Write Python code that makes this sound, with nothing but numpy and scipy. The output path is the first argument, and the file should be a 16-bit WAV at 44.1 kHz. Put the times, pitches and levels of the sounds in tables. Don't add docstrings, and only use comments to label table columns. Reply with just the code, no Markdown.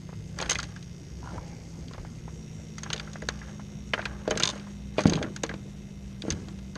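import sys
import numpy as np
from scipy import signal
from scipy.io import wavfile

SR = 44100
rng = np.random.default_rng(int(sys.argv[2]) if len(sys.argv) > 2 else 0)


def elevation(decibels):
    levels = np.asarray(decibels, float)
    return 10 ** (levels / 20)


def log_audio(samples):
    frames = np.atleast_2d(samples).T
    limited = np.clip(frames, -1, 1)
    pcm = np.round(limited * 32767).astype(np.int16)
    wavfile.write(sys.argv[1], SR, pcm)


N = 298557

# f/Hz, relative level/dB, t60/s
GRIP_MODES = [(590, 9.5, 0.0043), (840, 5.5, 0.0024), (1041, -7, 0.025)]
# f/Hz, relative level/dB, t60/s
ROD_MODES = [(1402, 0.07, 0.018), (1622, 1.5, 0.02), (2005, -1, 0.013)]
# f/Hz, relative level/dB, t60/s
FRAME_MODES = [(2365, 5.5, 0.01), (2840, -1, 0.013), (3260, -3, 0.017), (3644, -0.5, 0.006),
               (4080, -5, 0.0083), (4660, -8.5, 0.012)]
# f/Hz, relative level/dB, t60/s
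PART_MODES = [(5120, -2, 0.0043), (5870, 1.5, 0.0065), (6373, 0.5, 0.021), (6615, -3, 0.024),
              (7140, 8, 0.0015), (8730, -7, 0.0036)]
# f/Hz, relative level/dB, t60/s
HULL_MODES = [(121, -36, 0.2), (167.2, -18.5, 0.17), (205, -17, 0.14), (256, -12, 0.034), (322, -17, 0.084),
              (449.7, -17.5, 0.098), (508, -16, 0.067), (611, -13, 0.069), (798, -21, 0.047),
              (1044, -16, 0.0093)]

RUB_RISE_DB_PER_S = 425
HARD_CONTACT_S = .00002


def rms_one(x):
    return x / np.sqrt(np.mean(x ** 2) + 1e-20)


def in_time(rows):
    s, *columns = np.transpose(rows)
    return [np.interp(np.arange(N) / SR, s, c) for c in columns]


def drift(rate_hz):
    pole = np.exp(-80 * np.pi * rate_hz / SR)
    white = rng.standard_normal(N // 40 + 2002)
    slow = signal.lfilter([1], [1, -2 * pole, pole * pole], white)[2000:]
    return np.interp(np.arange(N) / 40, np.arange(len(slow)), rms_one(slow))


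def ring(force, hz, t60):
    radius, angle = elevation(-60 / (t60 * SR)), 2 * np.pi * hz / SR
    feedback = [1, -2 * radius * np.cos(angle), radius * radius]
    return signal.lfilter([0, np.sin(angle)], feedback, force + 1e-18)


def narrow(x, hz, width_hz):
    return rms_one(ring(x, hz, np.log(1000) / (np.pi * width_hz)))


def band(x, low_hz, high_hz):
    return signal.sosfilt(signal.butter(2, [low_hz, high_hz], "band", fs=SR, output="sos"), x)


def strike(times, levels_db, modes, scatter_db, chatter_s, grit):
    at, out = (np.asarray(times) * SR).astype(int), np.zeros(N)
    scatter = scatter_db * rng.standard_normal((len(at), len(modes)))
    levels_db = np.reshape(levels_db, (len(at), -1)) + scatter
    rise, fade = np.exp(-1 / (0.55 * chatter_s * SR)), np.exp(-1 / (chatter_s * SR))
    swell_gain = np.sqrt(1 - fade ** 2) * (1 - rise)
    swell_poles = np.convolve([1, -fade], [1, -rise])
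    first_touch, grit_share = .45, .85
    for k, (hz, level_db, t60) in enumerate(modes):
        blows = np.zeros(N)
        np.add.at(blows, at, elevation(levels_db[:, k] + level_db))
        swell = signal.lfilter([swell_gain], swell_poles, blows + 1e-18)
        if grit:
            touch = first_touch * (-1) ** k * blows
            force = touch + grit_share * swell * rng.choice([-1, 1], N)
        else:
            force = -swell
        out += ring(force, hz, t60)
    return out


def tail(x, decay_s, low_hz, high_hz):
    shaking = signal.lfilter([1], [1, -np.exp(-1 / (decay_s * SR))], np.abs(x))
    return shaking * band(rng.standard_normal(N), low_hz, high_hz)


def air():
    # f/Hz, relative density/dB per Hz
    spectrum = [(13, -41), (22, -40), (58, -1.5), (177, -3.5), (259, -10.5), (349, -11.5), (950, -31.5),
                (2140, -32), (3680, -38.5), (4330, -42.5), (5830, -26), (8990, -48.5), (10300, -51),
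                (12400, -61), (14200, -72)]
    overall_db, fall_db_per_s = -45, 0.4
    table_hz, table_db = np.transpose(spectrum)
    edges = 22 * 2 ** np.arange(0, 9.6, .5)
    together = drift(1.2)
    white = rng.standard_normal((2, N))
    out = 0
    for k, (low, high) in enumerate(zip(edges, edges[1:])):
        level_db = np.interp(np.log(low * high) / 2, np.log(table_hz), table_db)
        flicker_db = 1.2 * together + 2.46 * drift(16.6)
        out = out + elevation(level_db + flicker_db) * band(white[k % 2], low, high)
    return elevation(overall_db - fall_db_per_s * np.arange(N) / SR) * rms_one(out)


def engine():
    # t/s, shaft f/Hz, then level/dB of the fifth, sixth and eighth multiple
    course = [(0, 30.05, -46, -46, -63), (.9, 29.36, -47, -47, -60), (1.5, 28.14, -56, -48.5, -74),
              (2.5, 26.7, -53.5, -47.5, -53), (3.1, 25.8, -63, -45, -48), (4.15, 25.25, -52, -51.5, -46),
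              (5.4, 24.87, -63, -49, -44), (6.77, 24.52, -75, -54.5, -45)]
    hz, *levels_db = in_time(course)
    turn = 2 * np.pi * np.cumsum(hz * (1 + 0.0011 * drift(1.75))) / SR
    out = 0
    for multiple, db in zip((5, 6, 8), levels_db):
        out = out + elevation(db + 1.2 * drift(1.74)) * np.sqrt(2) * np.sin(multiple * turn)
    return out


def drones():
    # f/Hz, width/Hz, level/dB, fall/dB per s
    drone_rows = [(62.1, 2.7, -48.5, -0.1), (106.1, 5.0, -47.5, 3.0), (123.3, 3.7, -55.5, -0.5),
                  (352.2, 8, -64.5, -0.2)]
    out = 0
    for hz, width, db, fall_db in drone_rows:
        level_db = db - fall_db * np.arange(N) / SR
        out = out + elevation(level_db) * narrow(rng.standard_normal(N), hz, width)
    return out


def compressor():
    # f/Hz, width/Hz, level before shading/dB
    casing = [(2096, 27, -72), (2615, 40, -79.5), (3004, 76, -82), (3675, 230, -75.5), (4620, 110, -70.5),
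              (5090, 83, -68.5), (5655, 63, -71), (6400, 75, -72)]
    # t/s, then level/dB from 2.4 to 4.2 kHz, to 5.3 kHz, to 6 kHz, above
    shading = [(0, 5, 0, -9, 5), (.7, 8, -0.5, 8, 4), (1.5, 1.5, 2, 7.5, 7.5), (2.1, 1.5, 0.5, 2, 4),
               (2.4, 7.5, -14, 10, 4), (3.4, 9.5, 3, 10, 6.5), (3.6, 8.5, -20, 8.5, 8),
               (5.5, 9, -28, 3.5, -15), (6.1, 5.5, -12, 4, -14), (6.77, 7, -3, 2, -9)]
    mean_turns_hz = 58.09
    phase = np.cumsum(2 * mean_turns_hz * (1 + 0.0004 * drift(4.0))) / SR
    count = np.floor(phase)
    tap = np.diff(count, prepend=0) * np.where(count % 2, .35, 1)
    force = tap * elevation(0.13 * drift(22.0)) + elevation(-39.5) * rng.standard_normal(N)
    shading_db = [0, *in_time(shading)]
    out = 0
    for hz, width, db in casing:
        region = np.searchsorted([2400, 4200, 5300, 6000], hz)
        out = out + elevation(db + shading_db[region]) * narrow(force, hz, width)
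    return out


def thuds():
    # t/s, strength/dB
    pushes = [(0.452, -35), (1.364, -27), (1.98, -32), (4.29, -33), (6.313, -23.5)]
    # f/Hz, relative level/dB, t60/s
    bending_modes = [(41, -31, 0.37), (56.7, -30.5, 0.24), (86.8, -24, 0.27)]
    s, strength_db = np.transpose(pushes)
    out = strike(s, strength_db, bending_modes, scatter_db=4.5, chatter_s=0.0015, grit=False)
    return band(out, 42, 400)


def slide():
    # f/Hz, width/Hz, relative level/dB, fall/dB per s
    seat_rings = [(550, 130, 2.5, 56), (824, 120, 2.5, 57), (2260, 220, -9, 22.5)]
    start_s, start_db = 1.335, -51.5
    after = np.arange(N) / SR - start_s
    level_db = start_db - RUB_RISE_DB_PER_S * np.clip(-after, 0, 1) + 2.0 * drift(26.0)
    out = 0
    for hz, width, db, fall_db in seat_rings:
        gain = elevation(level_db + db - fall_db * np.clip(after, 0, 4))
        out = out + gain * narrow(rng.standard_normal(N), hz, width)
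    return out


def creak(count=7):
    start_s, gap_s, settle_s, settle_db = 1.228, .0152, 1.38, -34.5
    loudest_s, loudest_db, sag_db_per_s = 1.282, -38, 154
    s = start_s + gap_s * np.arange(count)
    slip_db = loudest_db - sag_db_per_s * np.abs(s - loudest_s)
    # f/Hz, relative level/dB, t60/s
    seat = [(750, -2, 0.077), (970, 6, 0.029), (1390, 2.0, 0.022), (2280, -18, 0.02)]
    return strike([*s, settle_s], [*slip_db, settle_db], seat, scatter_db=0.0, chatter_s=0.0014, grit=True)


def rubbing():
    # t of the firmest touch/s, low level/dB, high level/dB, time held/s
    rubs = [(.4, -39.5, -50, 0.019), (.51, -50.5, -55, .03), (1.25, -54, -64, 0.079),
            (1.928, -76, -80, 0.04), (2.86, -51.5, -66, 0.14), (3.06, -61, -67, 0.04),
            (3.31, -57, -73, 0.034), (3.42, -58, -69, 0.08), (3.99, -45, -62, 0.022),
            (4.14, -56.5, -77, 0.06), (4.32, -44, -60, 0.085), (4.45, -46, -48.5, 0.013),
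            (5.0, -42, -50.5, 0.012), (5.12, -50, -61, 0.042), (6.27, -49.5, -57, 0.014)]
    fall_db_per_s = 91
    t = np.arange(N) / SR
    low, high = elevation(-72), elevation(-65.5)
    for s, low_db, high_db, held_s in rubs:
        rise_db = -RUB_RISE_DB_PER_S * np.clip(s - t, 0, 1)
        fall_db = -fall_db_per_s * np.clip(t - s - held_s, 0, 1)
        shape = elevation(rise_db + fall_db)
        low, high = low + elevation(low_db) * shape, high + elevation(high_db) * shape
    return low, high


def rustle():
    low_modes = HULL_MODES[4:] + GRIP_MODES + ROD_MODES[1:2]
    high_modes = ROD_MODES[2:] + FRAME_MODES + PART_MODES
    grains_per_s = 1800
    out = 0
    for gain, modes in zip(rubbing(), (low_modes, high_modes)):
        size_db = 1.1 * np.minimum(rng.exponential(1, N), 4) + 2.36 * drift(45.0)
        sizes = elevation(size_db) * rng.choice([-1, 1], N)
        grains = sizes * (rng.random(N) < grains_per_s / SR)
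        rings = 0
        for k, (hz, _, t60) in enumerate(modes):
            rings = rings + rms_one(ring(grains, hz, 0.45 * t60)) * (-1) ** k
        out = out + gain * rms_one(rings)
    return out


def knocks():
    # t/s, strength/dB, f around which the struck spot rings/Hz
    hull_knocks = [(1.338, -33, 352), (1.372, -43, 121), (2.944, -33, 480), (3.226, -29.5, 463),
                   (3.937, -25.5, 520), (4.278, -16, 535), (4.284, -28, 506), (4.311, -17, 560),
                   (4.322, -24, 596), (4.330, -34, 600), (4.362, -23.5, 483), (4.408, -28, 430),
                   (4.434, -26.5, 203), (4.983, -14, 550), (4.993, -23, 452), (5.056, -17.5, 464),
                   (5.056, -7, 202), (5.059, -20, 114), (5.067, -19, 172), (5.080, -24, 298),
                   (5.122, -15, 237), (5.144, -28, 251.5), (5.157, -20, 196), (5.176, -22, 816),
                   (5.19, -30.5, 806), (5.216, -21, 590), (5.228, -26, 800), (5.241, -24, 302),
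                   (5.262, -34, 760), (5.437, -21, 372), (5.501, -30, 347), (5.54, -29, 340),
                   (6.239, -28.5, 350), (6.252, -28.5, 452), (6.282, -18, 345), (6.305, -26, 201),
                   (6.332, -26.5, 171), (6.358, -28, 150), (6.757, -35, 250)]
    s, strength_db, spot_hz = np.transpose(hull_knocks)
    octaves = np.log2(np.array(HULL_MODES)[:, 0] / spot_hz[:, None])
    levels_db = strength_db[:, None] - 24.4 * octaves ** 2
    out = strike(s, levels_db, HULL_MODES, scatter_db=1.5, chatter_s=0.00013, grit=False)
    out = band(out, 85, 3400)
    return out + elevation(-49.0) * tail(out, 0.053, 66, 304)


def clinks():
    # t/s, strength/dB, f around which the struck spot rings/Hz
    metal_blows = [(0.498, -28, 2050), (0.51, -28, 3030), (0.556, -28, 2080), (2.93, -21, 3570),
                   (3.936, -24, 3152), (4.311, -25.5, 3040), (4.982, -28, 2620), (4.991, -32, 2520),
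                   (5.079, -41, 3085)]
    # f/Hz, relative level/dB, t60/s
    metal_modes = [(2050, 1, 0.03), (2440, -2.5, 0.053), (3055, -0.5, 0.035), (3560, -7, 0.03),
                   (4800, 7, .04)]
    s, strength_db, spot_hz = np.transpose(metal_blows)
    octaves = np.log2(np.array(metal_modes)[:, 0] / spot_hz[:, None])
    levels_db = strength_db[:, None] - 140.0 * octaves ** 2
    return strike(s, levels_db, metal_modes, scatter_db=1.2, chatter_s=HARD_CONTACT_S, grit=False)


def handle():
    # t/s, strength/dB
    bounces = [(4.434, -22.5), (4.4548, -28), (4.4748, -28), (4.4897, -31), (4.5002, -34.5), (4.5085, -40)]
    # f/Hz, relative level/dB, t60/s
    handle_modes = [(1030, -4.5, 0.043), (3260, -20, 0.025), (3600, 5.5, 0.024), (3670, 0, 0.014),
                    (4280, -0.5, 0.02), (4880, -3, 0.017), (6100, -6, 0.016), (6300, 1, .016),
                    (6580, 3.5, .014), (7260, -15, 0.011)]
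    s, strength_db = np.transpose(bounces)
    hard = dict(scatter_db=1.0, chatter_s=HARD_CONTACT_S, grit=False)
    arm = band(strike(s, strength_db, handle_modes[:1], **hard), 870, 1400)
    knob = strike(s, strength_db, handle_modes[1:], **hard)
    knob = band(band(knob, 3000, 12000), 3000, 12000)
    loose_play = elevation(-29.0) * tail(knob, 0.0016, 2350, 5600)
    return arm + knob + loose_play


def rod_taps():
    # t/s, blank level/dB, grip level above the blank/dB
    taps = [(0.09, -58, 22), (0.1275, -56.5, 20), (0.386, -28, -17), (0.401, -34, 6), (0.414, -41, 13),
            (0.422, -32.5, 10.5), (0.4934, -27.5, -1), (0.512, -33, 8.5), (0.514, -29, -3),
            (0.5535, -32, -4), (0.5897, -26, -10), (0.6287, -34, -8), (.762, -39.5, -17),
            (1.9098, -58, 20.5), (1.9345, -38.5, -3), (1.945, -51.5, 16), (1.98, -49, 20),
            (2.0484, -48, 12.5), (2.2773, -68, 33), (2.781, -31.5, -23), (2.8316, -33, -7),
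            (2.8616, -39, 6), (2.9026, -32, 3), (2.932, -25, -11), (2.959, -37, 1), (2.9975, -31.5, -25),
            (3.075, -39, -13), (3.156, -41, 10.5), (3.2199, -27.5, -33), (3.287, -25, -2),
            (3.415, -33.5, -5), (3.429, -44, 3), (3.482, -43, -2), (3.5945, -45, 13), (3.9354, -16, -3),
            (3.9782, -28, 4), (3.992, -29, 3), (4.024, -32, -1.5), (4.0556, -24, -6), (4.1088, -41, -19),
            (4.256, -46, 11), (4.2754, -29.5, -1), (4.309, -27, 6.5), (4.373, -30, -15), (4.4, -19.5, -7),
            (4.4332, -28, 4), (4.4736, -40, -2), (4.4913, -37, 9), (4.535, -59, 24), (4.5586, -52, 21.5),
            (4.669, -48, 14), (4.986, -33, 7.5), (4.99, -32, 16), (5.038, -35, -17), (5.0547, -25.5, 4.5),
            (5.1222, -34.5, 13), (5.1342, -29.5, 0.5), (5.175, -44.5, 19.5), (5.2265, -28, -15),
            (5.244, -32, -20), (5.261, -43, -4), (5.362, -30.5, -18), (5.4355, -28.5, 6),
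            (5.492, -25.5, -15), (5.512, -30, -11), (5.537, -40, 6), (6.2198, -41.5, -4), (6.265, -47, -5),
            (6.283, -40, -11), (6.306, -29.5, -27), (6.322, -40, -23), (6.4832, -44, 4), (6.587, -50, -2),
            (6.754, -39.5, -14), (6.7602, -40, 7)]
    s, rod_db, grip_db = np.transpose(taps)
    out = strike(s, rod_db + grip_db, GRIP_MODES, scatter_db=2.0, chatter_s=.002, grit=True)
    out += strike(s, rod_db, ROD_MODES, scatter_db=0.5, chatter_s=.002, grit=True)
    out = band(out, 330, 2900)
    return out + elevation(-43.0) * tail(out, 0.011, 730, 2090)


def reel_ticks():
    # t/s, frame level/dB, small parts level above the frame/dB
    tick_rows = [(.387, -32, 3.5), (0.401, -25.5, -16), (0.413, -32.5, 6), (0.424, -27, -6),
                 (0.4588, -32, -16), (0.4933, -24, -12.5), (0.4961, -31.5, 14), (0.5081, -30, 10.5),
                 (0.516, -38, 15), (0.529, -37, 8), (0.549, -35, 1), (0.5543, -23.5, -15),
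                 (0.5864, -27, -1), (0.5994, -24.5, -10), (0.6291, -38, 7), (0.639, -36, -8),
                 (.762, -46, 1), (0.8261, -37.5, -8.5), (1.882, -42, -8), (1.934, -39, -7), (2.782, -38, 5),
                 (2.833, -38.5, 10.5), (2.9016, -26.5, -11), (2.931, -18.5, -4), (2.962, -33, -7),
                 (2.978, -35, -7), (2.9966, -26, -11), (3.1316, -44, 7), (3.2203, -43, 2), (3.287, -22, -4),
                 (3.9348, -23.5, -23.5), (3.986, -47.5, 1), (4.016, -35.5, -16), (4.054, -21.5, -12.5),
                 (4.277, -32, -6.5), (4.299, -34, -10), (4.307, -29, 6.5), (4.374, -24, 0.5),
                 (4.354, -32, -16), (4.398, -30, 6), (4.402, -20, -15), (4.424, -20, -14),
                 (4.4345, -19, -3), (4.578, -40, -11), (4.5965, -38.5, -10), (4.9819, -25, -16),
                 (4.9908, -27, -9), (4.976, -44, -5), (5.006, -35.5, 2), (5.016, -37.5, 2), (5.036, -38, 4),
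                 (5.055, -31, -17), (5.068, -32.5, 4.5), (5.0739, -30, 0), (5.096, -26, 0),
                 (5.1218, -34, -11), (5.1337, -19.5, -12), (5.154, -27, -13), (5.166, -32, -13),
                 (5.1885, -39, -15), (5.2264, -24.5, -10), (5.362, -34, 3.5), (5.434, -22.5, -1.5),
                 (5.4634, -39.5, -2), (5.492, -31, -15), (5.539, -37, -12), (6.22, -32, -6),
                 (6.303, -26.5, 3.5), (6.322, -35, -0.5), (6.4844, -41, -4), (6.588, -46, -6),
                 (6.754, -37, -4)]
    s, frame_db, parts_db = np.transpose(tick_rows)
    octaves = np.log2(np.array(FRAME_MODES)[:, 0] / 3400)
    slope_db = 1.74 * np.clip(parts_db + 16.0, -15, 15)[:, None] * octaves
    gritty = dict(scatter_db=1.5, chatter_s=.0013, grit=True)
    out = strike(s, frame_db[:, None] + slope_db, FRAME_MODES, **gritty)
    out += strike(s, frame_db + parts_db, PART_MODES, **gritty)
    out = band(out, 2340, 18000)
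    return out + elevation(-41.5) * tail(out, 0.0054, 1600, 4760)


def scene():
    background = air() + engine() + drones() + compressor()
    kayak = thuds() + slide() + creak() + rustle() + knocks()
    tackle = clinks() + handle() + rod_taps() + reel_ticks()
    return (background + kayak + tackle)[None]


def low_pass(x):
    return signal.sosfilt(signal.butter(12, 14400, fs=SR, output="sos"), x)


def record(dry):
    port = ring(dry, 6800, 0.0028) * elevation(-31.0)
    dull = signal.sosfilt(signal.butter(2, 8500, fs=SR, output="sos"), dry + port)
    hiss = elevation(-70.5) * band(rng.standard_normal(N), 6400, 13600)
    steep = signal.cheby2(8, 40, 14800, fs=SR, output="sos")
    mix = signal.sosfilt(steep, dull + hiss)
    return low_pass(mix)


dry = scene()
out = record(dry)
log_audio(out)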